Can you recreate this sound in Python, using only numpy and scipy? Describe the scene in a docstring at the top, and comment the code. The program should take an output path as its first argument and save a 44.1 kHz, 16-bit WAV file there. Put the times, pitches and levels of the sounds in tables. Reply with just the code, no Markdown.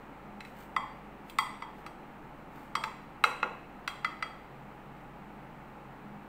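"""Tongs in a glass bowl

Plastic-tipped tongs pick glazed slices of food out of a glass bowl, close by, in a small hard-walled
kitchen. Each knock rings the food-damped bowl and the arms of the tongs in its own proportion.
The sticky glaze crackles softly under the tips. An appliance hums behind it all, and its low
drone steps up once."""
import sys
import numpy as np
from scipy import signal
from scipy.fft import rfft, irfft
from scipy.io import wavfile
from scipy.ndimage import map_coordinates

SR = 44100
rng = np.random.default_rng(int(sys.argv[2]) if len(sys.argv) > 2 else 0)


def store_pcm(level_fs):
    """Save levels as 16-bit WAV."""
    pcm = np.round(np.clip(level_fs, -1, 1) * 32767).astype(np.int16)
    wavfile.write(sys.argv[1], SR, np.atleast_2d(pcm).T)


N = 276987


def from_db(db):
    """Amplitude ratio of a level in decibels."""
    return 10 ** (np.asarray(db) / 20)


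def unit_rms(x):
    """Normalisation to unit mean power."""
    return x / np.sqrt(np.mean(x ** 2) + 1e-20)


def at_hz(points, hz):
    """Interpolation of (f/Hz, value) points on a logarithmic frequency axis."""
    f, value = np.transpose(points)
    return np.interp(np.log(np.maximum(hz, 1)), np.log(f), value)


def butter(x, hz, kind, order=2):
    """Causal Butterworth filter."""
    return signal.sosfilt(signal.butter(order, np.clip(hz, 10, .45 * SR), kind, fs=SR, output="sos"), x)


def colour(x, spectrum):
    """Zero-phase spectral shaping by (f/Hz, level/dB) points."""
    return irfft(rfft(x) * from_db(at_hz(spectrum, np.fft.rfftfreq(len(x), 1 / SR))), len(x))


def drift(knots_per_s):
    """Smooth random process of unit rms: a cubic spline through Gaussian values."""
    knots = rng.standard_normal(int(knots_per_s * N / SR) + 4)
    return unit_rms(map_coordinates(knots, [1 + np.arange(N) * knots_per_s / SR], order=3))


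def wavering_tone(t, hz, unsteadiness, knots_per_s=9.0):
    """Narrow-band modulation: a steady phasor plus a random one wavers in amplitude and phase."""
    steady = np.sqrt(2 * (1 - unsteadiness ** 2))
    wander = unsteadiness * (drift(knots_per_s) + 1j * drift(knots_per_s))
    return np.real((steady + wander) * np.exp(2j * np.pi * (hz * t + rng.random())))


def appliance(drone_hz=135.8, drone_db=-63, step_s=4.2, rise_s=.15, step_db=4):
    """Line spectrum over broadband noise: a hum, a drone that steps up once, and a steady rush of air."""
    # partials of the hum: f/Hz, rms level/dB, unsteadiness (0-1)
    partials = [(48.3, -62, .25), (157, -65, .8), (206, -60.5, .6), (298, -67, .8), (4080, -88, 1)]
    # low band of the air noise: f/Hz, relative spectral level/dB
    rumble_spectrum = [(20, 0.5), (32, -5), (42, -18), (75, -10.5), (115, -5.5), (145, -0.5), (200, 2),
                       (300, 1), (400, -3), (500, -3), (680, -4.5), (830, 2.5), (1000, -5)]
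    # high band of the air noise: f/Hz, relative spectral level/dB
    hiss_spectrum = [(1000, -4.5), (1300, -4), (1550, -9), (2100, -11.5), (2700, -16), (3400, -25),
                     (4100, -28.5), (5000, -34.5), (6500, -36.5), (8200, -35), (10000, -40.5),
                     (12500, -38.5), (15000, -33.5)]
    rumble_db, hiss_db = -50.5, -56.5
    t = np.arange(N) / SR
    hum = sum(from_db(db) * wavering_tone(t, hz, unsteadiness) for hz, db, unsteadiness in partials)
    step = np.clip((t - step_s) / rise_s, 0, 1)
    drone = from_db(drone_db + step_db * step) * wavering_tone(t, drone_hz, unsteadiness=0.59)
    rumble = butter(colour(rng.standard_normal(N), rumble_spectrum), 1047, "low", order=6)
    hiss = butter(colour(rng.standard_normal(N), hiss_spectrum), 1024, "high", order=6)
    return hum + drone + from_db(rumble_db) * unit_rms(rumble) + from_db(hiss_db) * unit_rms(hiss)


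def ring(modes, t, low_hz, top_hz, spot_hz, spot_db=4.5, spot_octaves=0.14, spread_db=0.92):
    """Modal superposition: a blow excites damped sinusoids, chiefly those between its band edges."""
    hz, peak_db, t60 = np.transpose(modes)[:, :, None]
    decay = np.log(1000) / t60
    excitation = 1 / np.sqrt((1 + (low_hz / hz) ** 12) * (1 + (hz / top_hz) ** 4))
    # modes that swing widely at the strike point ring louder
    lift_db = spot_db * np.exp(-.5 * (np.log2(hz / spot_hz) / spot_octaves) ** 2)
    scatter_db = spread_db * rng.standard_normal(hz.shape)
    amplitude = excitation * from_db(peak_db + lift_db + scatter_db) * 2 * decay / SR
    sign = (-1) ** np.arange(len(hz))[:, None]   # neighbours start opposed: close pairs swell and beat
    return np.sum(sign * amplitude * np.exp(-decay * t) * np.sin(2 * np.pi * hz * t), axis=0)


def crack(t, bowl_db, tongs_db, top_hz, t60=0.014, db_per_octave=3.5, usual_top_hz=5000):
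    """Modal overlap: countless brief high modes blur into noise, louder and brighter at a hard contact."""
    # contact transient: f/Hz, relative level/dB
    spectrum = [(1000, -12), (2500, 13), (4500, -2), (6300, -5.5), (8300, -2), (9500, -3.5), (12000, -5.5),
                (15000, 1.5)]
    fade = from_db(-60 * t / t60)
    burst = colour(rng.standard_normal(len(t)), spectrum) * fade / np.linalg.norm(fade)
    burst = butter(burst, 950, "high", order=4)
    strength = from_db(bowl_db - 16) + from_db(tongs_db - 9.5)   # both bodies contribute
    hardness = from_db(db_per_octave * np.log2(top_hz / usual_top_hz))
    return strength * hardness * butter(burst, top_hz, "low", order=1)


def knocks():
    """Impact excitation of tongs and glass: a soft contact loses the treble, a glancing one the lows."""
    # blows: t/s, bowl level/dB, tongs level/dB, low edge f/Hz, top edge f/Hz,
    # f/Hz favoured by the strike point
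    blows = [(0.406, -28, -18, 1660, 4950, 2010), (0.45, -37, -24.5, 1660, 8000, 2070),
             (0.764, -2, -30, 920, 3670, 1037), (1.298, -26, -27.5, 2900, 15200, 8600),
             (1.386, 1.5, -18, 954, 8900, 990), (1.622, -13.5, -45, 760, 3620, 890),
             (1.864, -24, -25, 780, 9000, 1220), (2.7532, -5, -14, 844, 7560, 1167),
             (2.8379, -9, -11.5, 600, 6500, 850), (3.239, -7, 4, 520, 5000, 1193),
             (3.429, -8.5, 0, 420, 1860, 2580), (3.8767, -8.5, -9.5, 1020, 6500, 3070),
             (4.046, -1.5, -10.5, 1304, 3200, 1350), (4.2251, -5, -16, 1325, 4250, 1360)]
    # modes of the bowl, the low ones damped by the food, a close pair ringing on above them:
    # f/Hz, resonance peak level/dB, t60/s
    bowl_modes = [(871.6, 22.5, 0.045), (997, 20, 0.019), (1072, 22, 0.018), (1283, 23, 0.011),
                  (1351, 21.5, 0.019), (1806, 8.5, 0.023), (2022, 20, 0.052), (2224, 12.5, 0.041),
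                  (2390, 4.5, 0.0095), (3255, 16.5, .3), (3284, 11, .27), (3510, 5, .012), (4626, 13, .085),
                  (4744, 6.5, 0.031), (5510, -4.5, 0.015), (5750, -0.5, 0.063), (7080, -9, 0.027),
                  (7480, -1.5, 0.019), (8310, 3.5, 0.022), (10700, -7, 0.046), (11500, -11, .03)]
    # modes of the arms of the tongs: f/Hz, resonance peak level/dB, t60/s
    tongs_modes = [(502, 10.5, 0.042), (863, 19, 0.039), (1140, 13, 0.028), (1292, 15.5, 0.046),
                   (1410, 23.5, 0.069), (1626, 15, 0.026), (1943, 11.5, 0.029), (2139, 17.5, 0.049),
                   (2585, 16.5, 0.029), (2900, 4, 0.033), (3030, -3, 0.007), (3992, 15, 0.036),
                   (5450, -1.5, 0.046), (5830, 5, 0.064), (6400, 2, 0.23), (7480, 2.5, 0.065),
                   (8060, 0, 0.032), (10100, -1, 0.065)]
    out, t = np.zeros(N), np.arange(2 * SR // 3) / SR
    for onset_s, bowl_db, tongs_db, low_hz, top_hz, spot_hz in blows:
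        bowl = from_db(bowl_db) * ring(bowl_modes, t, low_hz, top_hz, spot_hz)
        tongs = from_db(tongs_db) * ring(tongs_modes, t, low_hz, top_hz, spot_hz)
        # small bodies radiate little below their lowest sounding mode
        bodies = butter(bowl + tongs, 0.66 * low_hz, "high")
        # hand and tongs keep moving, so every knock finds its own pattern of reflections
        knock = kitchen(bodies + crack(t, bowl_db, tongs_db, top_hz))
        start = round(onset_s * SR)
        out[start:start + len(knock)] += knock[:N - start]
    return out


def kitchen(x, near_db=-4.0, near_t60=0.044, build_up_s=0.013):
    """Reverberation: direct sound, early reflections off worktop and dishes, a diffuse tail off walls."""
    # strength of the tail: f/Hz, level/dB
    tail_levels = [(400, 8), (850, 3.5), (1250, -11.5), (2000, -7.5), (5000, -11), (8000, -3), (15000, -5)]
    # reverberation time: f/Hz, t60/s
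    tail_t60 = [(400, 0.36), (1000, 0.49), (3000, 0.77), (8000, 0.5), (15000, 0.31)]
    size = 2 * SR // 3
    t, hz = np.arange(size) / SR, np.fft.rfftfreq(size, 1 / SR)
    white = rfft(rng.standard_normal(size))
    build_up = np.clip(2 * t / build_up_s - 1, 0, 1)
    centres_hz, tail = np.geomspace(250, 16000, 13), 0
    for centre, weights in zip(centres_hz, np.eye(len(centres_hz))):
        band = irfft(white * at_hz(np.c_[centres_hz, weights], hz), size)   # triangular pass band
        fade = build_up * from_db(-60 * t / at_hz(tail_t60, centre))
        tail += from_db(at_hz(tail_levels, centre)) * band * fade / np.linalg.norm(fade)
    near = rng.standard_normal(size) * from_db(-60 * t / near_t60) * (t > .001)
    # small things scatter only short waves
    near = butter(near / np.linalg.norm(near), 1500, "high", order=1)
    return x + signal.fftconvolve(x, tail + from_db(near_db) * near)[:len(x)]


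def glaze(snaps_per_s=3500, size_db=6.5, sigma_s=.031):
    """Shot noise: tiny sticky threads and bubbles snap at random while the tips press on the food."""
    # glaze squeezed and peeled by the tips, in Gaussian swells: centre t/s, rms level at the centre/dB
    squeezes = [(0.475, -65.5), (0.602, -58.5), (1.3, -64), (1.79, -67), (2.57, -64), (2.645, -67),
                (4.995, -75)]
    # spectrum of a snap: f/Hz, relative level/dB
    spectrum = [(1500, 14.5), (4000, 1), (6000, -7), (8300, -2), (10000, -11.5), (12500, -2), (15000, -2)]
    t = np.arange(N) / SR
    press = sum(from_db(db) * np.exp(-.5 * ((t - centre_s) / sigma_s) ** 2) for centre_s, db in squeezes)
    sizes = from_db(size_db * np.minimum(rng.exponential(1, N), 4))
    signs = rng.choice([-1, 1], N)
    snaps = sizes * signs * (rng.random(N) < snaps_per_s / SR)
    return press * unit_rms(butter(colour(snaps, spectrum), 1500, "high"))


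def scene():
    """Linear superposition in one channel: knocks and glaze in the room, over the appliance."""
    return (knocks() + kitchen(glaze()) + appliance())[None]


def record(dry):
    """Band limiting: an elliptic low-pass cuts the top steeply."""
    cutoff_hz = 15600
    return signal.sosfilt(signal.ellip(10, .1, 70, cutoff_hz, fs=SR, output="sos"), dry)


dry = scene()
out = record(dry)
store_pcm(out)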